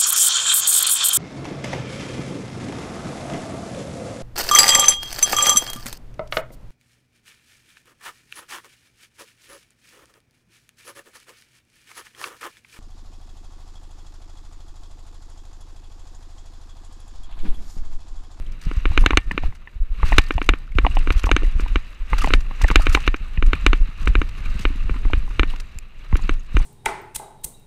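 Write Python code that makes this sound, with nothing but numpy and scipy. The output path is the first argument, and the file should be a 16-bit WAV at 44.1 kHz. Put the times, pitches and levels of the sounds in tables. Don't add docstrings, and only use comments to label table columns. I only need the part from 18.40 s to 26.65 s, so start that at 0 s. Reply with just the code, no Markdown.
import sys
import numpy as np
from scipy import signal
from scipy.fft import rfft, irfft
from scipy.io import wavfile
from scipy.ndimage import uniform_filter1d

SR = 44100
rng = np.random.default_rng(int(sys.argv[2]) if len(sys.argv) > 2 else 0)


def level_to_linear(level):
    exponent = np.asarray(level, float) / 20
    return 10 ** exponent


def transcribe(u):
    v = np.clip(np.atleast_2d(u).T, -1, 1)
    q = np.round(v * 32767).astype(np.int16)
    wavfile.write(sys.argv[1], SR, q)


N = 363825

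# (time [s], clack level [dB], push level [dB], push length [ms])
CLACK_JOLTS = [(0.4546, -5, -3, 26), (0.5759, 1, -0.5, 26), (0.6611, 4, -5.5, 14), (0.772, 5, -5.5, 15),
               (1.7824, 9.5, -0.5, 14.12), (2.0901, 4.5, -2, 17.85), (2.385, -1.5, -3.5, 24),
               (2.673, -9.5, -5, 32), (2.7043, -3.5, -5.5, 16), (2.84, -9, -7, 14), (2.9142, 1, 0, 23),
               (3.3575, -3.5, -4, 21), (3.905, -9, -2, 54), (3.9365, 3.5, 1.5, 25),
               (4.3019, -5.5, -6.5, 21), (4.3574, 7, 1.5, 19.6), (4.5487, 4, -3.5, 18.11),
               (4.6767, 0.5, -3, 21), (5.0248, -6.5, -1.5, 34), (5.132, -2, -4.5, 19), (5.264, 4, 0.5, 23),
               (5.331, -2.5, -5.5, 27), (5.6734, -4.5, -3, 20), (5.753, -3, -5, 19),
               (5.816, -6.5, -11, 29.19), (6.2521, -3.5, -4.5, 25), (6.7333, -5, -5, 16),
               (6.9947, 0.5, -1, 19), (7.893, -4.5, -11, 16.5), (8.1678, -5, -1.5, 25)]
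# (frequency [Hz], level [dB])
CRUNCH_SPECTRUM = [(450, -10.5), (760, -10), (1200, -1.5), (2750, -2), (3150, -10.5), (3900, -8.5),
                   (4400, -14), (6000, -31)]
# (frequency [Hz], level [dB])
JINGLE_SPECTRUM = [(3000, 0), (4300, -1), (6300, 6), (8500, -12.5), (11000, -28), (14500, -23),
                   (15500, -36)]


def unit(x):
    return x / np.sqrt(np.mean(x ** 2))


def colour(x, points):
    hz, db = np.transpose(points)
    f = np.maximum(np.fft.rfftfreq(len(x), 1 / SR), 1)
    octaves_outside = np.maximum(np.log2(hz[0] / f), 0) + np.maximum(np.log2(f / hz[-1]), 0)
    gain = unit(level_to_linear(np.interp(np.log(f), np.log(hz), db) - 7.7 * octaves_outside))
    return irfft(rfft(x) * gain, len(x))


def white():
    return rng.standard_normal(N)


def walk(rate_hz):
    hold = max(int(SR / rate_hz), 1)
    steps = np.repeat(rng.standard_normal(N // hold + 1), hold)
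    return unit(uniform_filter1d(steps, hold)[:N])


def push(start_s, length_s, size):
    phase = np.clip((np.arange(size) / SR - start_s) / length_s, 0, 1)
    return np.sin(np.pi * phase) ** 2


def ring(modes, size=2600):
    t = np.arange(size) / SR
    return sum(g * np.exp(-np.log(1000) * t / t60) * np.sin(2 * np.pi * hz * t) for hz, t60, g in modes)


def add(out, s, sound):
    i = int(s * SR)
    out[i:i + len(sound)] += sound[:max(len(out) - i, 0)]


def grains(rate_hz, spread_db, tail_s):
    sizes = level_to_linear(spread_db * np.minimum(rng.exponential(size=N), 3.5))
    hits = (rng.random(N) < rate_hz / SR) * sizes
    return unit(signal.lfilter([1], [1, -np.exp(-1 / (tail_s * SR))], hits))


def resonate(x, parts, flicker_db):
    out = np.zeros(N)
    for hz, width_hz, db in parts:
        drive = level_to_linear(db + flicker_db * walk(40)) * x
        out += np.sqrt(SR / width_hz) * signal.lfilter(*signal.iirpeak(hz, hz / width_hz, SR), drive)
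    return out


def trail(column, calm_db, rise_db_s, fall_db_s):
    # (start [s], length [s], crunch level [dB], shaking level [dB])
    patches = [(.01, 0.12, -54.5, -27.5), (1.349, 0.027, -60.5, -40), (3.514, 0.2077, -52.5, -42),
               (7.348, 0.0554, -57, -44), (7.59, 0.11, -52.5, -36), (0.27, 0.13, -43.5, -27.5),
               (0.516, 0.21, -41, -24), (0.902, 0.17, -50, -28.5), (1.66, 0.085, -35, -18.5),
               (1.947, 0.2, -47.5, -26.5), (2.439, 0.2, -43, -21), (2.724, 0.33, -41.5, -27.5),
               (3.15, 0.24, -44, -26.5), (3.73, 0.19, -38.5, -21.5), (4.048, 0.18, -50, -31.5),
               (4.218, 0.4066, -38, -22.5), (4.83, 0.1289, -48.5, -31), (5.066, 0.32, -42.5, -23.5),
               (5.493, 0.087, -48, -35), (5.614, 0.23, -43.5, -22.5), (5.984, 0.31, -42.5, -22),
               (6.373, 0.69, -45, -23.5), (7.15, 0.16, -51, -34), (7.743, 0.17, -43, -24.5),
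               (8.152, .2, -43, -25.5)]
    t = np.arange(0, N, 64) / SR
    power = level_to_linear(calm_db) ** 2
    for patch in patches:
        start_s, length_s = patch[:2]
        before_s = np.maximum(start_s - t, 0)
        after_s = np.maximum(t - start_s - length_s, 0)
        power = power + level_to_linear(patch[column] - rise_db_s * before_s - fall_db_s * after_s) ** 2
    return np.interp(np.arange(N) / SR, t, 10 * np.log10(power))


def crunch_trail_db():
    return trail(column=2, calm_db=-58, rise_db_s=157, fall_db_s=77)


def ground():
    # (frequency [Hz], width [Hz], level [dB])
    pockets = [(1200, 220, -4.5), (1950, 2000, -21.5), (2743, 580, -0.5), (3893.2, 230, -5.5)]
    air_spectrum = [(200, -1), (3000, -15.5), (5000, -29), (11000, -34), (14000, -30.5)]  # (Hz, dB)
    grit = (0.75 + 0.35 * grains(400, 4, 0.0026)) * white()
    crunch = colour(grit + level_to_linear(-23) * resonate(grit, pockets, 4.7), CRUNCH_SPECTRUM)
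    flicker_db = 1.3 * walk(30)
    air = colour(white(), air_spectrum)
    return level_to_linear(crunch_trail_db() - 5 + flicker_db) * crunch + level_to_linear(-60 + 1.9 * flicker_db) * air


def chest():
    # (start [s], push level [dB], length
    # [ms])
    bumps = [(0.258, -7, 31), (0.499, -6, 14.6), (0.606, -3, 21), (0.728, -2.5, 20.064), (1.017, -6, 43),
             (1.042, -4.5, 24.42), (1.715, 0, 31.57), (2.115, -7, 23), (2.431, -0.8, 21),
             (2.496, -9.5, 18.33), (2.588, -14, 27), (2.757, -3, 19.453), (2.862, -5, 18),
             (2.939, -5, 12.7), (3.029, -3, 31), (3.064, -5.5, 22), (3.152, -6, 17), (3.219, -4, 22.4),
             (3.718, -4.5, 27), (3.832, -1.5, 30), (4.382, -0.5, 23), (4.485, -5, 15), (4.7, -8.5, 39),
             (5.062, -1.5, 24), (5.29, -3, 22.48), (5.693, -3, 16.6), (5.774, -1.5, 21.07),
             (6.768, -7, 15.3), (7.827, -12, 29), (8.198, -7, 24.6)]
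    # (start [s], push level [dB])
    heaves = [(7.012, -9), (7.769, -13), (2.985, -10.5), (1.5, -7), (0.61, -11), (6.491, -5.5), (5.4, -4),
              (6.648, -4.5), (4.8, -10), (7.9, -9), (0.86, -7), (1.581, -10), (2.3, -14), (1.4, -4),
              (2.9, -10.5), (3.965, -2.5), (4.2, -15), (4.6, -16), (9.4, -4), (6.141, -11), (3.8, -18.5),
              (5.937, -19), (5.993, -20), (6.183, -15), (5.4, -10), (7.9, -18), (8.2, -10.5), (14, -10),
              (3.3, -11), (3.3, -10.5), (5.358, -15), (3.6, -11), (2.4, -12), (7.915, -16), (0.61, -4)]
    # (time [s], thud level [dB], push level [dB])
    landings = [(1.355, -64, -20.5), (6.362, -33, -21), (6.446, -37, -15), (7.36, -41, -21),
                (2.12, -28, -37), (5.492, -32, -46), (6.098, -36, -40), (0.271, -22, -40),
                (0.368, -39, -5.5), (1.63, -39, -1), (1.953, -32, -6), (2.356, -26.5, -4),
                (3.196, -40, -47), (4.234, -33, 1), (4.313, -22.5, -38.5), (4.979, -25, -5),
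                (7.732, -19.5, 0.5), (8.148, -23, -4)]
    # (frequency [Hz], level [dB])
    rumble_spectrum = [(10, -6), (22, 8), (40, -4), (60, -15), (110, -27.5), (170, -38)]
    # (frequency [Hz], level [dB])
    drone_spectrum = [(70, 6.5), (130, -0.5), (250, -9), (450, -20.5), (700, -26.5)]
    heave_ms, landing_ms = 29, 16.397
    sharp_push_ms, lead_share = 13.3, 0.23
    thud_hz, thud_t60_s, thud_lead_s = 150, 0.04, 0.0042

    pushes = bumps + [(s, db, heave_ms) for s, db in heaves]
    pushes += [(s, db, landing_ms) for s, _, db in landings]
    pushes += [(s - lead_share * (ms - sharp_push_ms) / 1000, db, ms) for s, _, db, ms in CLACK_JOLTS]
    force, thuds = np.zeros(N), np.zeros(N)
    for s, db, ms in pushes:
        add(force, s, level_to_linear(db) * push(0, ms / 1000, size=2200))
    thud = np.convolve(ring([(thud_hz, thud_t60_s, 1)]), np.hanning(90) / 45)
    for s, db, _ in landings:
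        add(thuds, s - thud_lead_s, level_to_linear(db + 8.5) * thud)
    air_leak = signal.butter(2, 15, "high", fs=SR, output="sos")
    jolts = signal.sosfilt(air_leak, force)

    shaking_db = trail(column=3, calm_db=-47, rise_db_s=200, fall_db_s=97.5) + walk(12)
    shake = level_to_linear(shaking_db + 4) * colour(white(), rumble_spectrum)
    swell = 0.4475 + 5.561 * uniform_filter1d(force, size=600)
    swell += 0.34 * uniform_filter1d(np.abs(shake), size=900) / level_to_linear(shaking_db)
    drone = level_to_linear(0.67 * shaking_db - 25) * swell * colour(white(), drone_spectrum)
    return jolts + thuds + shake + drone


def jingles():
    # (time [s], peak level [dB], length [ms])
    slaps = [(0.5929, -37, 7.83), (0.608, -37, 15), (0.915, -33.5, 5.673), (1.6544, -40, 25),
             (1.6787, -40, 13), (1.7929, -27, 4.4), (2.7223, -30.5, 8.6), (2.7769, -36, 17.02),
             (2.7944, -31.5, 7.32), (2.834, -31.5, 6.87), (2.856, -31.5, 14.21), (3.204, -35.5, 11.4),
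             (3.782, -26, 13.5), (3.8153, -27.5, 12), (3.8367, -28.5, 13), (3.8825, -31.5, 8.21),
             (3.9444, -36, 12), (4.217, -25, 8.523), (4.238, -28, 6.265), (4.2806, -27, 7.9),
             (4.311, -27.5, 9), (4.419, -32, 9.9), (4.494, -29, 7), (4.524, -33.5, 32), (4.6028, -33, 7.9),
             (4.665, -34, 8.3), (5.063, -35.5, 8.9), (5.6565, -35, 6.865), (6.2071, -38, 30),
             (7.767, -33, 7.3)]
    # (time [s], peak level [dB], length [ms], dull part level [dB])
    scuffs = [
        (0.12, -40.5, 6.7, -15.5),
        (0.214, -35.5, 7.644, -12),
        (1.025, -55.5, 50.4, 16.5),
        (1.1495, -46.5, 11, 1),
        (1.763, -34, 7.1, 3),
        (5.889, -39.5, 7.006, 5),
        (7.093, -58, 58, 17.5),
        (7.16, -41.5, 6.38, 8),
        (7.2, -29.5, 8.34, -5),
    ]
    # (time [s], peak level [dB])
    faint_ticks = [(.3345, -42.5), (1.6891, -37), (1.713, -35), (1.8371, -38.5), (1.884, -39),
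                   (1.9194, -38), (1.9385, -39), (2.0423, -37), (2.062, -40), (2.5516, -36), (2.5895, -43),
                   (2.7645, -37), (3.8594, -29), (4.0056, -34.5), (4.4033, -43), (4.4552, -35),
                   (4.762, -37.5), (6.192, -31), (7.9368, -42), (1.815, -42), (1.963, -46.5), (2.025, -41),
                   (2.184, -54), (2.371, -46), (5.7324, -54), (0.225, -46), (.236, -44), (.25, -41),
                   (0.364, -46), (5.576, -49), (5.613, -46), (5.628, -48), (5.676, -32), (5.784, -52),
                   (5.982, -51), (6.118, -53), (6.141, -47), (2.27, -57), (4.546, -23)]
    # (frequency [Hz], width [Hz], level [dB])
    chain_parts = [(4430, 380, 0), (4750, 160, 4.5), (5800, 170, -8), (7200, 220, 2), (8100, 440, 6),
                   (9900, 2100, 5.5), (12700, 270, -12.5)]
    tick_ms, attack_s = 7.182, 0.0013724

    bright, dull = np.zeros(N), np.zeros(N)
    t = np.arange(2500) / SR
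    for s, db, ms, *dull_db in slaps + scuffs + [(s, db, tick_ms) for s, db in faint_ticks]:
        decay = np.exp(-(t / (max(ms, 1) / 1000)) ** 2)
        gate = level_to_linear(db) * (1 - np.exp(-t / attack_s)) * decay
        add(bright, s - .001, gate)
        add(dull, s - .001, level_to_linear(sum(dull_db)) * gate)
    noise = (0.73 + 0.27 * grains(830, 1.3, 0.002)) * white()
    fine = level_to_linear(-21.5 + 0.95 * crunch_trail_db())
    ticks = (level_to_linear(-11) * bright + fine * (0.68 + 0.42 * grains(90, 2.2, 0.0023))) * noise
    grit = fine * (0.39 + 0.5 * grains(60, 2.1, 0.0022)) * white()
    rings = resonate(ticks, chain_parts, 3.5)
    thin = colour(level_to_linear(4 * walk(32)) * ticks, [(9000, -12), (12800, -2), (14500, -3.5)])
    metal = colour(ticks, JINGLE_SPECTRUM) + level_to_linear(-21) * rings + level_to_linear(-20) * thin
    hiss = level_to_linear(-8.5) * colour(grit, JINGLE_SPECTRUM[3:])
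    return metal + hiss + level_to_linear(-4.5) * colour(dull * noise, CRUNCH_SPECTRUM)


def scrapes():
    # (time [s], peak level [dB], length [ms], frequency [Hz])
    rasps = [(1.594, -43, 6, 2280), (1.598, -39, 10, 1159), (1.682, -34, 18, 2300),
             (2.51, -37.5, 15.34, 2750), (2.588, -32, 8, 2657), (3.783, -36, 13, 2723),
             (3.788, -31.5, 13, 1250), (3.806, -30.5, 14, 2800), (3.815, -27, 21.52, 1240),
             (3.856, -34, 8, 2780), (4.283, -22, 10.57, 1500), (4.283, -27.5, 8.6, 2450),
             (4.405, -32.5, 51, 1250), (4.457, -26, 7, 2550), (4.512, -31, 26, 1310),
             (4.515, -34, 20, 2684), (4.663, -32, 9.3, 2707), (7.09, -47, 17.7, 3992),
             (7.09, -45.5, 17.57, 3400), (7.099, -32, 12.52, 2800), (7.104, -42, 10, 2200),
             (7.834, -40.5, 7.87, 4400), (7.767, -37.5, 6.1, 10000), (7.82, -41, 6.49, 7000),
             (7.905, -49, 8, 8000), (7.994, -50, 10, 6500), (8.174, -50.5, 4.61, 9500),
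             (8.188, -41, 10, 6140), (8.192, -47, 8, 8800), (8.218, -51, 10, 8467), (8.226, -43, 8, 4500)]
    # (time [s], peak level [dB], frequency [Hz])
    links = [(.607, -40, 9900), (2.351, -36, 2400), (2.795, -37, 4500), (2.859, -30, 5881),
             (3.045, -31, 1870), (3.28, -31.5, 2430), (3.764, -37, 1320), (3.801, -38, 4630),
             (3.872, -34, 4520), (4.236, -41, 7400), (4.404, -36, 4740), (4.499, -26, 1320),
             (4.647, -37, 3640), (5.151, -28, 2430), (5.356, -36, 2750), (5.677, -41, 7400),
             (6.056, -33, 2400), (6.057, -35, 1320), (6.558, -33, 1210), (6.907, -31.5, 1213),
             (.064, -45, 3200), (.392, -53, 6000), (1.864, -41, 4500), (2.589, -42, 4700),
             (2.587, -43, 8272), (2.318, -39, 2193), (2.276, -44.5, 1400)]
    link_ms, width_share, attack_s = 7.5, 0.06, 0.0018
    out, t = np.zeros(N), np.arange(2500) / SR
    for s, db, ms, hz in rasps + [(s, db, link_ms, hz) for s, db, hz in links]:
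        noise = rng.standard_normal(len(t))
        rasp = unit(signal.lfilter(*signal.iirpeak(hz, 1 / width_share, SR), noise))
        gate = (1 - np.exp(-t / attack_s)) * np.exp(-(t / (max(ms, 1) / 1000)) ** 2.629)
        add(out, s - .001, level_to_linear(db - 3) * rasp * gate)
    return out


def clacks():
    # (frequency [Hz], t60 [s], signed strength at the microphone)
    case_modes = [(287.5, 0.02657, -0.46), (473, 0.011292, 0.3581), (1120, 0.027, 0.12),
                  (1264, 0.0084, 0.9), (1536, 0.013, -0.66), (1747.1, 0.031, 0.2), (2098, 0.0076, -0.97),
                  (2388, 0.018, 0.87), (2686.6, 0.014, 0.83), (3060, 0.012, -0.79), (3453, 0.014, -0.46),
                  (3706, 0.015, 0.93), (4182.9, 0.012, -0.9), (4800, 0.019, -0.41)]
    # (time [s], clack level [dB])
    taps = [(3.021, -20.5), (0.313, -15), (0.7064, -2.5), (0.9776, -4.5), (1.907, -5), (2.016, -7),
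            (2.1361, -8.5), (2.9644, -1), (3.1964, -14.5), (4.4677, -1.5), (4.7425, -8), (6.495, -13),
            (7.0316, -4.5), (7.755, -11)]
    # (frequency [Hz], t60 [s], strength)
    lens_modes = [(6338.3, 0.01, 0.61), (8280, 0.0096, -0.17)]
    # (frequency [Hz], t60 [s], strength)
    frame_modes = [(1814, .45, .0034), (2320, .08, .011), (1210, .08, .003)]
    loose_spectrum = [(500, -15), (750, 2.5), (1500, -9), (2300, 2.5), (3500, -8.5), (5500, -36)]  # (Hz, dB)

    out, crack, blows, rattle = np.zeros((4, N))
    t = np.arange(1500) / SR
    crack_decay = np.exp(-t / 0.001714) + level_to_linear(-31.5) * np.exp(-t / 0.0071)
    rattle_decay = np.exp(-t / 0.007892)
    for s, db in [row[:2] for row in CLACK_JOLTS] + taps:
        vary = rng.standard_normal(len(case_modes))
        force = push(s * SR % 1 / SR, 0.00039 * level_to_linear(-0.15 * db), size=64)
        modes = [(hz * (1 + 0.014 * v), t60, g * level_to_linear(v + 0.14 * db * np.log2(hz / 1500)))
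                 for (hz, t60, g), v in zip(case_modes, vary)]
        add(out, s, level_to_linear(db - 3) * np.convolve(ring(modes, size=1400), force / force.sum()))
        add(crack, s + 0.00044, level_to_linear(2.46 * db) * crack_decay)
        add(rattle, s + 0.0014, level_to_linear(1.44 * db) * rattle_decay)
        lens = ring([(hz * (1 + 0.017 * vary[1]), t60, g) for hz, t60, g in lens_modes])
        add(out, s + 0.0004, level_to_linear(1.9 * db - 32.5 + 9 * vary[0]) * lens)
        blows[int(s * SR)] = level_to_linear(0.91 * db + 3)
    tubes = level_to_linear(2 * walk(60)) * signal.fftconvolve(blows, ring(frame_modes, size=12000))[:N]
    loose = level_to_linear(-27.5) * rattle * colour(white(), loose_spectrum)
    return out + tubes + loose + level_to_linear(-33) * crack * colour(white(), JINGLE_SPECTRUM)


def knocks():
    # (time [s], peak level [dB], ring [Hz], sharp part level [dB])
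    hits = [(0.639, -22.5, 1020, -23), (0.733, -16.5, 1080, -19), (0.912, -17.5, 1840, -7.5),
            (1.036, -24.5, 778.1, -14), (1.274, -33, 1868, -10), (1.631, -17, 1120, -19),
            (1.722, -14, 840, -12), (1.727, -14, 1890, -9), (1.981, -16.5, 834, -8.5),
            (2.449, -13, 1085, -22), (2.466, -9, 820, -8.5), (2.57, -15, 832.4, -8.5),
            (2.869, -19, 1090, -25.5), (2.892, -17, 820, -7.5), (3.033, -19, 387, -14.5),
            (3.262, -29.5, 990, -26), (3.732, -14, 1120, -14.5), (3.844, -14.5, 1010, -15),
            (3.874, -16.5, 760, -11), (4.111, -30.5, 1035, -20.5), (4.214, -26.5, 1000, -12),
            (4.243, -15.5, 1860, -12), (4.247, -16, 730, -28), (4.313, -16.5, 1120, -19),
            (4.397, -21.5, 765, -30), (4.573, -17, 1040, -19), (4.975, -30, 1859, 2.5),
            (6.652, -32, 1100, -14), (7.137, -32.5, 1005, -24), (7.727, -26, 1030, -14.5),
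            (6.543, -39, 1010, -10.5), (6.701, -29.5, 824.3, -18.5), (6.878, -38, 1000, -21),
            (7.793, -34, 1005, -21), (8.2, -33, 1000, -23), (1.125, -42.5, 1000, -11.5),
            (0.518, -31, 880, -23)]
    # (multiple of ring frequency [1], t60 [s], strength)
    buckle = [(.84, 0.0093, 1), (1.15, 0.0069, -1.15), (.45, 0.0087, 0.0874)]
    mount = [(0.775, 0.028, 0.36), (1.028, 0.02, -0.73), (0.42464, 0.014, 0.34)]
    clip = [(0.96, 0.025, 0.69), (1.1, 0.013, -0.82), (0.53926, 0.014, 0.37), (0.272, .014, 0.11)]
    # (frequency [Hz], t60 [s], strength)
    buckle_sharp = [(1950, 0.011, -0.4772), (2400, 0.012, 0.72), (2847, 0.01361, -1.1),
                    (3484, 0.0107, -0.3556)]
    mount_sharp = [(1690, 0.031, 0), (2040, 0.011244, 3), (2600, 0.01153, -1.5), (2803.7, 0.011, 1.3)]
    clip_sharp = [(2400, 0.017, -0.67), (2800, 0.014, 0.8)]
    buckle_under_hz, mount_under_hz = 900, 1500

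    out = np.zeros(N)
    for s, db, hz, sharp_db in hits:
        vary = rng.standard_normal(5)
        if hz < buckle_under_hz:
            own, sharp = buckle, buckle_sharp
        elif hz < mount_under_hz:
            own, sharp = mount, mount_sharp
        else:
            own, sharp = clip, clip_sharp
        modes = [(k * hz, t60, g) for k, t60, g in own]
        if hz < mount_under_hz:
            modes.append((290, 0.048, level_to_linear(-22 - 0.24 * db)))
        modes += [(f * (1 + 0.015 * v), t60, level_to_linear(sharp_db + 3) * g) for (f, t60, g), v in zip(sharp, vary)]
        first = push(s * SR % 1 / SR, 0.00035, size=300)
        bounce_s = 0.00459 + 0.00105 * np.clip(vary[-1], -2, 2)
        force = first + 0.21 * push(bounce_s, 0.00046, size=300)
        add(out, s - .0005, level_to_linear(db + 7) * np.convolve(ring(modes, size=1400), force) / first.sum())
    return out


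def bonks():
    # (time [s], peak level [dB], frequency [Hz])
    blows = [(0.914, -34, 186), (.915, -30, 280), (.945, -29, 177.7), (1.034, -31, 160), (1.081, -29, 108),
             (4.652, -41.5, 220), (4.715, -41, 160), (4.811, -42, 168.4), (5.086, -33, 270),
             (5.151, -32, 169), (5.24, -30, 189.5), (5.296, -41, 200), (5.618, -32.5, 162.2),
             (5.975, -44, 305), (6.058, -35.5, 200.8), (6.152, -30.5, 187), (6.196, -34, 198.8),
             (6.292, -36, 130.9), (6.303, -29, 282.1), (6.355, -38, 290), (6.508, -28, 142),
             (6.559, -29, 260), (6.652, -24.5, 290), (6.775, -36, 150), (6.904, -39, 370),
             (7.067, -38, 170), (7.138, -42, 180), (7.842, -29.5, 150), (3.151, -41, 150),
             (3.875, -28, 130)]
    t60_cycles = 9.2
    out = np.zeros(N)
    for s, db, hz in blows:
        bonk = np.convolve(ring([(hz, t60_cycles / hz, 1)]), np.hanning(100) / 50)
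        add(out, s, level_to_linear(db + 7) * bonk)
    return out


def pebble():
    # (frequency [Hz], t60 [s], strength)
    pebble_modes = [(7300, 0.0063, 1), (2550, 0.012, 0.45), (4847, 0.0047, -0.44), (10825, 0.0038, -.4),
                    (13200, 0.012, 0.151)]
    out = np.zeros(N)
    add(out, 7.3872, level_to_linear(-24) * ring(pebble_modes))
    return out


def scene():
    rolling = ground() + chest() + jingles() + scrapes()
    return (rolling + clacks() + knocks() + bonks() + pebble())[None]


def roll_off(x):
    return signal.sosfilt(signal.butter(12, 16370, fs=SR, output="sos"), x)


def record(dry):
    rounded = dry / (1 + np.abs(dry) ** 4) ** (1 / 4)
    low_pass = signal.cheby1(10, 0.5, 15000, fs=SR, output="sos")
    mix = np.clip(1.033 * signal.sosfilt(low_pass, rounded), -1, 1)
    return roll_off(mix)


dry = scene()
out = record(dry)
transcribe(out)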